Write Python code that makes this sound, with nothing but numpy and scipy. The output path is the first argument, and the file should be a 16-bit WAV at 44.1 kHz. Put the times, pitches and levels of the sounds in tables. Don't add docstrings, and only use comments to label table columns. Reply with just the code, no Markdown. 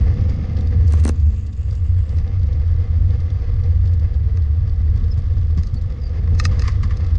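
import sys
import numpy as np
from scipy import signal
from scipy.fft import rfft, irfft, next_fast_len
from scipy.io import wavfile
from scipy.ndimage import uniform_filter1d, minimum_filter1d, map_coordinates

SR = 44100
rng = np.random.default_rng(int(sys.argv[2]) if len(sys.argv) > 2 else 0)


def inscribe(sig):
    pcm = np.round(np.clip(np.atleast_2d(sig).T, -1, 1) * 32767)
    wavfile.write(sys.argv[1], SR, pcm.astype(np.int16))


N = 316638
TIME = np.arange(N) / SR

# frequency in Hz, relative level in dB.
BUFFET_TONE = [(20, -8), (40, -18.5), (57, 5), (72, 5), (86, 6.5), (97, 0.5), (114, -7), (135, -16.5),
               (170, -36.5), (300, -69)]
EDDY_TONE = [(6, -51.5), (15, -20), (32, 17), (45, 10), (70, 0), (200, -81)]
HISS_TONE = [(1500, -18.5), (2500, 9), (3100, -10.5), (5400, -12.5), (6000, 1), (7200, -1.5), (7700, -16),
             (9500, -22.5), (12000, -44.5)]
TICK_TONE = [(2000, -27.5), (3600, 1.5), (4600, -2), (5300, -2.5), (6500, -8), (8500, -18.5), (10500, -33),
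             (15000, -51)]
LEVER_TONE = [(300, -7), (900, -12.5), (1200, -5), (2200, -4), (2800, -7), (3200, -17), (3700, -3.5),
              (5200, -3.5), (6800, -11.5), (7500, -17.5), (8400, -20), (9300, -31.5), (14000, -41)]
CLANK_TONE = [(300, -30), (800, -20.5), (1080, 6), (1400, -5), (1950, -2), (2700, -7.5), (3400, -5),
              (5000, -2.5), (7000, -9.5), (8000, -19), (10000, -32), (14000, -55.5)]
RATTLE_TONE = [(200, -31), (600, -14), (1400, 4), (2800, 0), (3500, -5.5), (6000, 0), (7800, -2),
               (9000, 1.5), (9500, -2.5), (10100, -2), (10700, -19), (16000, -33)]
THUD_TONE = [(90, -9.5), (150, 10), (240, 12), (310, 8), (500, -2), (700, -8), (1200, -10), (2000, -18),
             (2800, -27), (3500, -34), (6000, -48)]
JOLT_TONE = [(90, -14), (170, 20.5), (230, 8), (320, -1), (600, -16.5), (2000, -33), (6000, -65)]
BUMP_TONE = [(70, -6), (110, -25), (140, 11), (165, -1.5), (215, 0), (265, -8.5), (310, -10.5),
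             (380, -29.5), (600, -26.5), (1500, -78)]
TREAD_TONE = [(150, 1), (330, 5), (550, -4.5), (900, -10), (1500, -15.5), (2400, -14), (3200, -17),
              (5000, -19.5), (6500, -25.5), (8000, -60.5), (10000, -50.5), (15000, -76)]
GRIT_TONE = [(400, -17.5), (1100, 14), (2500, -3.5), (3300, 7), (5000, 0.5), (6500, -7), (8000, -14.5),
             (10000, -29), (12000, -41.5), (16000, -51)]

# centre in Hz, width in Hz, boost in dB
HOUSING_MODES = [(86, 10, 7.5)]
BAR_MODES = [(483, 97.6, 12.5), (664, 31, 6.5), (762.5, 43, 9), (1191, 240, 7.5), (1718, 200, 8.5),
             (1940, 100, 4), (2074, 150, 8.5), (2570, 290, 2.5), (3950, 430, -3), (4735, 520, 4)]
GEAR_LEVER_MODES = [(1235, 160, 14.5), (1838, 300, 13.5), (2590, 180, 12), (4140, 140, 5.5),
                    (4560, 78, 7.5), (4930, 130, 7.5), (5220, 120, 7), (6070, 180, 6), (6460, 610, 6),
                    (8350, 400, 4.5)]
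LOOSE_PART_MODES = [(2700, 250, 11.5), (4170, 480, 10), (6100, 500, 7), (7300, 350, 5), (8600, 350, 5.5)]

# time in seconds, relative level in dB.
BUFFET_LEVELS = [(0.0, -10.5), (0.3, -18), (0.64, -18.5), (0.76, -15), (0.92, -8.5), (1.3, -17),
                 (1.44, -24.5), (1.96, -16.5), (2.24, -18.5), (3.24, -16), (3.36, -18.5), (3.68, -15.5),
                 (5.6, -17), (5.66, -31), (5.74, -14), (5.94, -25), (6.2, -22), (6.32, -16), (6.42, -15),
                 (7.04, -18.5), (7.18, -14)]
EDDY_LEVELS = [(0.0, -31), (1.66, -37.5), (2.14, -28.5), (4.14, -29), (4.4, -45.5), (4.68, -30),
               (5.62, -24.5), (6.0, -33), (7.18, -23.5)]
CHAIN_LEVELS = [(0, -61), (.9, -64.5), (1.15, -68), (2.4, -70.5), (3.9, -67.5), (4.3, -73.5), (5.0, -66),
                (5.9, -64.5), (6.3, -69), (6.7, -66), (7.18, -69)]
TYRE_LEVELS = [(0, -39.5), (0.25, -41.5), (1.0, -42), (1.14, -49), (1.42, -52), (2.2, -47), (3.0, -45),
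               (4.45, -48.5), (5.0, -46.5), (5.35, -49), (5.86, -49.5), (6.18, -45.5), (6.52, -40.5),
               (6.72, -46.5), (7.18, -45)]

# time in seconds, level change in dB.
WIND_LULLS = [(0.171, -10.5), (0.371, -8.5), (.47, -8.5), (0.621, -0.5), (1.53, -8), (2.07, -10),
              (2.29, -10), (2.861, -7), (3.28, -5.5), (3.46, -7), (4.098, -10.5), (4.76, -8), (5.009, -8),
              (5.232, -12), (5.8, -9.5), (6.709, -1.5)]
# start and length in seconds, first and final pitch in Hz, level in dB.
BIRD_CHIRPS = [(5.102, 0.034, 5250, 5100, -44), (5.745, 0.054, 4580, 4430, -57),
               (6.01, 0.08, 5180, 4640, -49)]
# time in seconds, relative level in dB, extra treble in dB.
METAL_TICKS = [(0.2104, -45.5, -4), (0.298, -44.5, 5), (0.5692, -39, -12), (0.5871, -43.5, -4),
               (0.609, -43, 1), (0.6729, -43, -4), (0.88, -41, 12), (1.2002, -47.5, 1), (1.467, -54.5, 14),
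               (1.5295, -50, 5), (1.7105, -50, 10), (1.729, -51.5, 10), (1.753, -52.5, 14),
               (2.093, -46.5, 1), (2.1705, -49, 0), (2.2772, -46, -17), (2.395, -53, 4), (2.432, -48, 2),
               (2.47, -51.5, 3), (2.5298, -44.5, -6), (3.1063, -46.5, -6), (3.204, -44.5, -1),
               (3.304, -43, -8), (3.638, -45.5, -3), (3.8584, -44, -7), (3.8766, -44, -3),
               (3.9364, -48, 6.5), (3.9974, -48, -1), (4.143, -49, -2), (4.4228, -45.5, -24),
               (4.6764, -46.5, -3), (4.6962, -48, -6), (4.962, -51, 6.5), (4.9761, -47, -1),
               (5.041, -44.5, -14), (5.178, -52, 11), (5.189, -59, 15), (5.382, -46, -14), (5.744, -47, 10),
               (5.82, -49, 7), (6.7206, -40, -11), (7.067, -40, -8), (7.1546, -42, -12)]
# time in seconds, relative level in dB, decay in seconds, extra treble in dB.
LEVER_SNAPS = [(2.187, -45.5, 0.0099, -3.5), (4.3735, -40, 0.0036, -6.5), (5.6354, -51, 0.013, 6),
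               (5.6721, -48.5, 0.00081, 11.5), (6.351, -36.5, 0.0024, -6.5), (6.3997, -14.5, 0.0023, -4),
               (6.4537, -13, 0.0016, -2.5), (6.596, -36.5, 0.005, 4), (6.622, -27, 0.0018, -5),
               (6.9727, -46.5, 0.0023, 6), (7.0091, -43.5, 0.0035, -8), (7.047, -40, 0.0037, -11)]
CHAIN_CLANKS = [(5.5753, -44, 0.028, 2), (6.277, -37, 0.0022, -16), (6.515, -39, 0.045, -8.5),
                (6.638, -37, 0.055, -5.5), (6.68, -24.5, 0.007, -2), (6.833, -31.5, 0.01, -3.5),
                (6.9093, -31.5, 0.0099, -11)]
# time in seconds, relative level in dB,
# decay in seconds, relative level of its thud in dB.
LOOSE_KNOCKS = [(.923, -28, .002, -34), (.935, -29, .003, -14), (.998, -35, .004, -30),
                (1.038, -30, .003, -30), (1.0512, -15, .0009, -12), (1.0653, -27, .0012, -20),
                (1.0782, -16, .0009, -16), (1.0911, -12, .0009, -12)]
# start, end, fade-in and fade-out, all in seconds.
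CHATTER_TIMING = (.868, 1.1, .012, .008)
# time in seconds, level in dB.
CRACKS = [(0.18, -24.5), (0.585, -24), (2.169, -28.5), (4.958, -31), (5.337, -35), (5.572, -24),
          (5.749, -28), (5.991, -34), (6.19, -23.5), (6.32, -22), (6.836, -26.5)]
# start in seconds, then bump and grit level in dB
GROUND = [(0, 12.5, -15), (.88, 9.5, -6), (1.11, 10, -8), (1.75, 8.5, -9), (4.92, 10, -7), (5.98, 9, -12.5),
          (6.5, 10, -7.5)]
# multiple of the lowest pitch, relative level in dB.
DRONE_OVERTONES = [(2, -32), (3, -27.5), (4, -39), (6, -49.5)]

STUD_START_S, STUD_END_S, OVERTONE_END_S = .88, 1.31, 1.55


def undb(db):
    return 10 ** (np.asarray(db) / 20)


def unit(x):
    return x / np.sqrt(np.mean(x ** 2))


def curve(rows):
    return np.interp(TIME, *np.transpose(rows))


def walk(rate):
    step = int(SR / rate)
    stairs = np.repeat(rng.standard_normal(N // step + 1), step)
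    return unit(uniform_filter1d(uniform_filter1d(stairs, step), step)[:N])


def grains(rate, spread_db):
    sizes = undb(spread_db * np.minimum(rng.exponential(size=N), 5))
    return unit((rng.random(N) < rate / SR) * sizes * rng.standard_normal(N))


def blow(start, decay, rise):
    force = np.zeros(N)
    near = slice(*np.searchsorted(TIME, [start - 10 * rise, start + 10 * decay]))
    age = TIME[near] - start
    force[near] = np.exp(-np.where(age < 0, -age / rise, age / decay))
    return force


def snap(start, decay):
    return (np.arange(N) == round(start * SR)) * np.sqrt(decay * SR / 2)


def passage(start, end, attack, release, fade_db_per_s=0):
    outside = np.maximum(start - TIME, 0) / attack + np.maximum(TIME - end, 0) / release
    return np.exp(-outside) * undb(-fade_db_per_s * np.maximum(TIME - start, 0))


def ring(x, tone, modes=(), lift=1, size=8192):
    f = np.maximum(np.arange(size // 2 + 1) * SR / size, 1)
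    hz, tone_db = np.transpose(tone)
    rolloff_db = 40 * np.log10(np.maximum(f / hz[-1], 1))
    db = np.interp(np.log(f), np.log(hz), tone_db) - rolloff_db
    for centre, width, boost in modes:
        db = db + lift * boost / (1 + (2 * (f - centre) / width) ** 2)
    cepstrum = irfft(np.log(undb(db)))[:size // 2]
    cepstrum[1:] *= 2
    response = irfft(np.exp(rfft(cepstrum, size)))[:size // 2] * np.hanning(size)[size // 2:]
    return signal.fftconvolve(x, response / np.linalg.norm(response))[:N]


def join_bands(low, high, split_hz=3200):
    lowpass = signal.butter(2, split_hz, fs=SR, output="sos")
    return high + signal.sosfiltfilt(lowpass, low - high)


def bend(x, lag_s=.002, lead_s=.0012):
    size = next_fast_len(N + SR // 10)
    f = np.arange(size // 2 + 1) * SR / size
    cycles = 2 * lag_s * np.sqrt(f * 1000) - lead_s * f
    return irfft(rfft(x, size) * np.exp(-2j * np.pi * cycles), size)[:N]


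def vary_speed(x, speed):
    return map_coordinates(x, [np.cumsum(speed)], mode="mirror")


def pedalling_db(turn_s=.83, weakest_s=3.205):
    return -np.cos(2 * np.pi * (TIME - weakest_s) / turn_s)


def wind(steadiness=.62, lull_s=.05):
    buffet = unit(ring(rng.standard_normal(N), BUFFET_TONE, HOUSING_MODES))
    strength = np.sqrt(uniform_filter1d(buffet ** 2, int(.036 * SR)) + .02)
    eddies = unit(ring(rng.standard_normal(N), EDDY_TONE))
    lulls_db = sum(db * np.exp(-(2 * (TIME - s) / lull_s) ** 2) for s, db in WIND_LULLS)
    flutter_db = .7 * walk(24)
    evened = buffet / strength ** steadiness
    buffet = unit(evened * undb(flutter_db + lulls_db))
    return buffet * undb(curve(BUFFET_LEVELS) + 1), eddies * undb(curve(EDDY_LEVELS) + 4)


def bird(glide_s=.025):
    song = 0
    rasp = 1 + .017 * walk(1500)
    for start, length, first_hz, final_hz, db in BIRD_CHIRPS:
        age = np.clip(TIME - start, 0, length)
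        hz = (final_hz + (first_hz - final_hz) * np.exp(-age / glide_s)) * rasp
        swell = np.sin(np.pi * age / length) * undb(db + 4 * walk(200))
        song = song + swell * np.sqrt(2) * np.sin(2 * np.pi * np.cumsum(hz) / SR)
    return song


def hiss(start_s=.88, end_s=2.2, octaves_per_s=.19, level_db=-58):
    speed = 2 ** (octaves_per_s * (np.clip(TIME, start_s, end_s) - start_s))
    specks = grains(3500, 1.8) * undb(4.3 * np.tanh(walk(60)))
    sliding = vary_speed(ring(specks, HISS_TONE), speed)
    fade = passage(start_s, end_s, attack=.034, release=.06, fade_db_per_s=6.5)
    return unit(sliding) * fade * undb(level_db)


def running_chain(links_per_s=50, jitter=.083, decay_s=.004, scatter_db=3.2):
    travel = np.cumsum(links_per_s * (1 + jitter * walk(30))) / SR
    link = np.floor(travel).astype(int)
    strength = undb(scatter_db * np.clip(rng.standard_normal(N), -2, 2))[link]
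    age = (travel - link) / links_per_s
    force = strength * np.exp(-age / decay_s)
    ticking = unit(ring(force * rng.standard_normal(N), TICK_TONE, BAR_MODES))
    return ticking * undb(curve(CHAIN_LEVELS) + pedalling_db())


def ticks(gain_db=-3):
    low, high, noise = 0, 0, rng.standard_normal(N)
    for s, db, treble_db in METAL_TICKS:
        touch = undb(db) * blow(s, decay=.005, rise=.0022) * noise
        low = low + touch
        high = high + touch * undb(treble_db)
    return ring(join_bands(low, high, split_hz=6000), TICK_TONE, BAR_MODES) * undb(gain_db)


def clacks(rows, tone, modes, snap_db, rough_db, scrape_db, scrape_treble_db, scrape_s):
    low, high, noise = 0, 0, grains(7000, 1)
    for s, db, decay, treble_db in rows:
        hit = undb(snap_db) * snap(s, decay) + undb(rough_db) * blow(s, decay, .0018) * noise
        slip = undb(snap_db - 4) * snap(s - .0014, decay)
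        scrape = blow(s, scrape_s, scrape_s) * noise
        low = low + undb(db) * (hit + undb(scrape_db) * scrape)
        high = high + undb(db + treble_db) * (slip + hit + undb(scrape_treble_db) * scrape)
    return bend(ring(join_bands(low, high), tone, modes))


def gears():
    lever = clacks(LEVER_SNAPS, LEVER_TONE, GEAR_LEVER_MODES, snap_db=3, rough_db=-10,
                   scrape_db=-25, scrape_treble_db=-7.5, scrape_s=.0078)
    chain = clacks(CHAIN_CLANKS, CLANK_TONE, BAR_MODES, snap_db=-19, rough_db=-1,
                   scrape_db=-21.5, scrape_treble_db=-29, scrape_s=.047)
    return lever + chain


def rattle(buzz_s=.0083, thud_lag_s=.0039, thud_s=.004):
    chatter = undb(-57 + 4 * np.tanh(walk(90))) * passage(*CHATTER_TIMING) * grains(1200, 2)
    thud_noise = undb(-3) * rng.standard_normal(N)
    clicks, force, thuds = 0, 0, 0
    for s, db, decay, thud_db in LOOSE_KNOCKS:
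        clicks = clicks + undb(db - 12) * snap(s, decay)
        contact = undb(db - 9) * blow(s, decay, rise=.00016)
        buzz = undb(db - 28.5) * blow(s, buzz_s, rise=.0064)
        force = force + contact + buzz
        landing = s + thud_lag_s
        thud = snap(landing, thud_s) + blow(landing, thud_s, rise=.0014) * thud_noise
        thuds = thuds + undb(thud_db - 3) * thud
    knocks = ring(clicks + chatter + force * rng.standard_normal(N), RATTLE_TONE, LOOSE_PART_MODES)
    return knocks + ring(thuds, THUD_TONE, BAR_MODES, lift=.2)


def jolts(decay_s=.016, rise_s=.004):
    force = sum(undb(db) * blow(s, decay_s, rise_s) for s, db in CRACKS)
    return ring(force * rng.standard_normal(N), JOLT_TONE, BAR_MODES, lift=.26)


def ground_levels(blend_s=.056):
    starts, *levels = np.transpose(GROUND)
    surface = np.searchsorted(starts[1:], TIME)
    return [uniform_filter1d(db[surface], int(blend_s * SR)) for db in levels]


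def tyres():
    bump_db, grit_db = ground_levels()
    bumps = unit(ring(grains(900, 1.4), BUMP_TONE)) * undb(bump_db)
    texture = grains(9000, 1.7) * undb(1.92 * walk(45))
    roar = ring(texture, TREAD_TONE, BAR_MODES, lift=1.28)
    grip = 1 + .018 * walk(5)
    tread = unit(vary_speed(roar, grip)) * undb(1.5)
    patches = undb(2.5 * np.tanh(walk(120)))
    crunch = ring(grains(4000, 2.2) * patches, GRIT_TONE, BAR_MODES, lift=.82)
    grit = unit(crunch) * undb(grit_db + pedalling_db() - 1)
    return (bumps + tread + grit) * undb(curve(TYRE_LEVELS))


def stud_fade(end_s):
    return passage(STUD_START_S, end_s, attack=.026, release=.0066, fade_db_per_s=12)


def studs(contact, start_hz=76.46, sag_hz_per_s=9, wobble=.017, level_db=-8.5):
    hz = start_hz - sag_hz_per_s * (TIME - STUD_START_S)
    phase = 2 * np.pi * np.cumsum(hz * (1 + wobble * walk(25.05))) / SR

    def harmonic(multiple):
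        strength = np.sqrt(2) * undb(2 * walk(19.72))
        waver = (multiple - 1) * .35 * walk(45)
        return strength * np.sin(multiple * phase + waver)

    lowest = contact * harmonic(1)
    overtones = sum(undb(db) * harmonic(multiple) for multiple, db in DRONE_OVERTONES)
    return undb(level_db) * (lowest + stud_fade(OVERTONE_END_S) * overtones)


def scene(wind_dip=.61):
    buffet, eddies = wind()
    contact = stud_fade(STUD_END_S)
    rumble = buffet * (1 - wind_dip * contact) + eddies + studs(contact)
    mix = rumble + tyres() + jolts() + hiss() + running_chain() + rattle() + ticks() + gears() + bird()
    return mix[None]


def record(dry, ceiling=.47, hold_s=.008, top_hz=15700):
    hold = int(hold_s * SR)
    allowed_gain = ceiling / np.maximum(np.abs(dry), ceiling)
    gain = uniform_filter1d(minimum_filter1d(allowed_gain, hold), hold)
    lowpass = signal.ellip(8, .2, 70, top_hz, fs=SR, output="sos")
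    return signal.sosfilt(lowpass, dry * gain)


dry = scene()
out = record(dry)
inscribe(out)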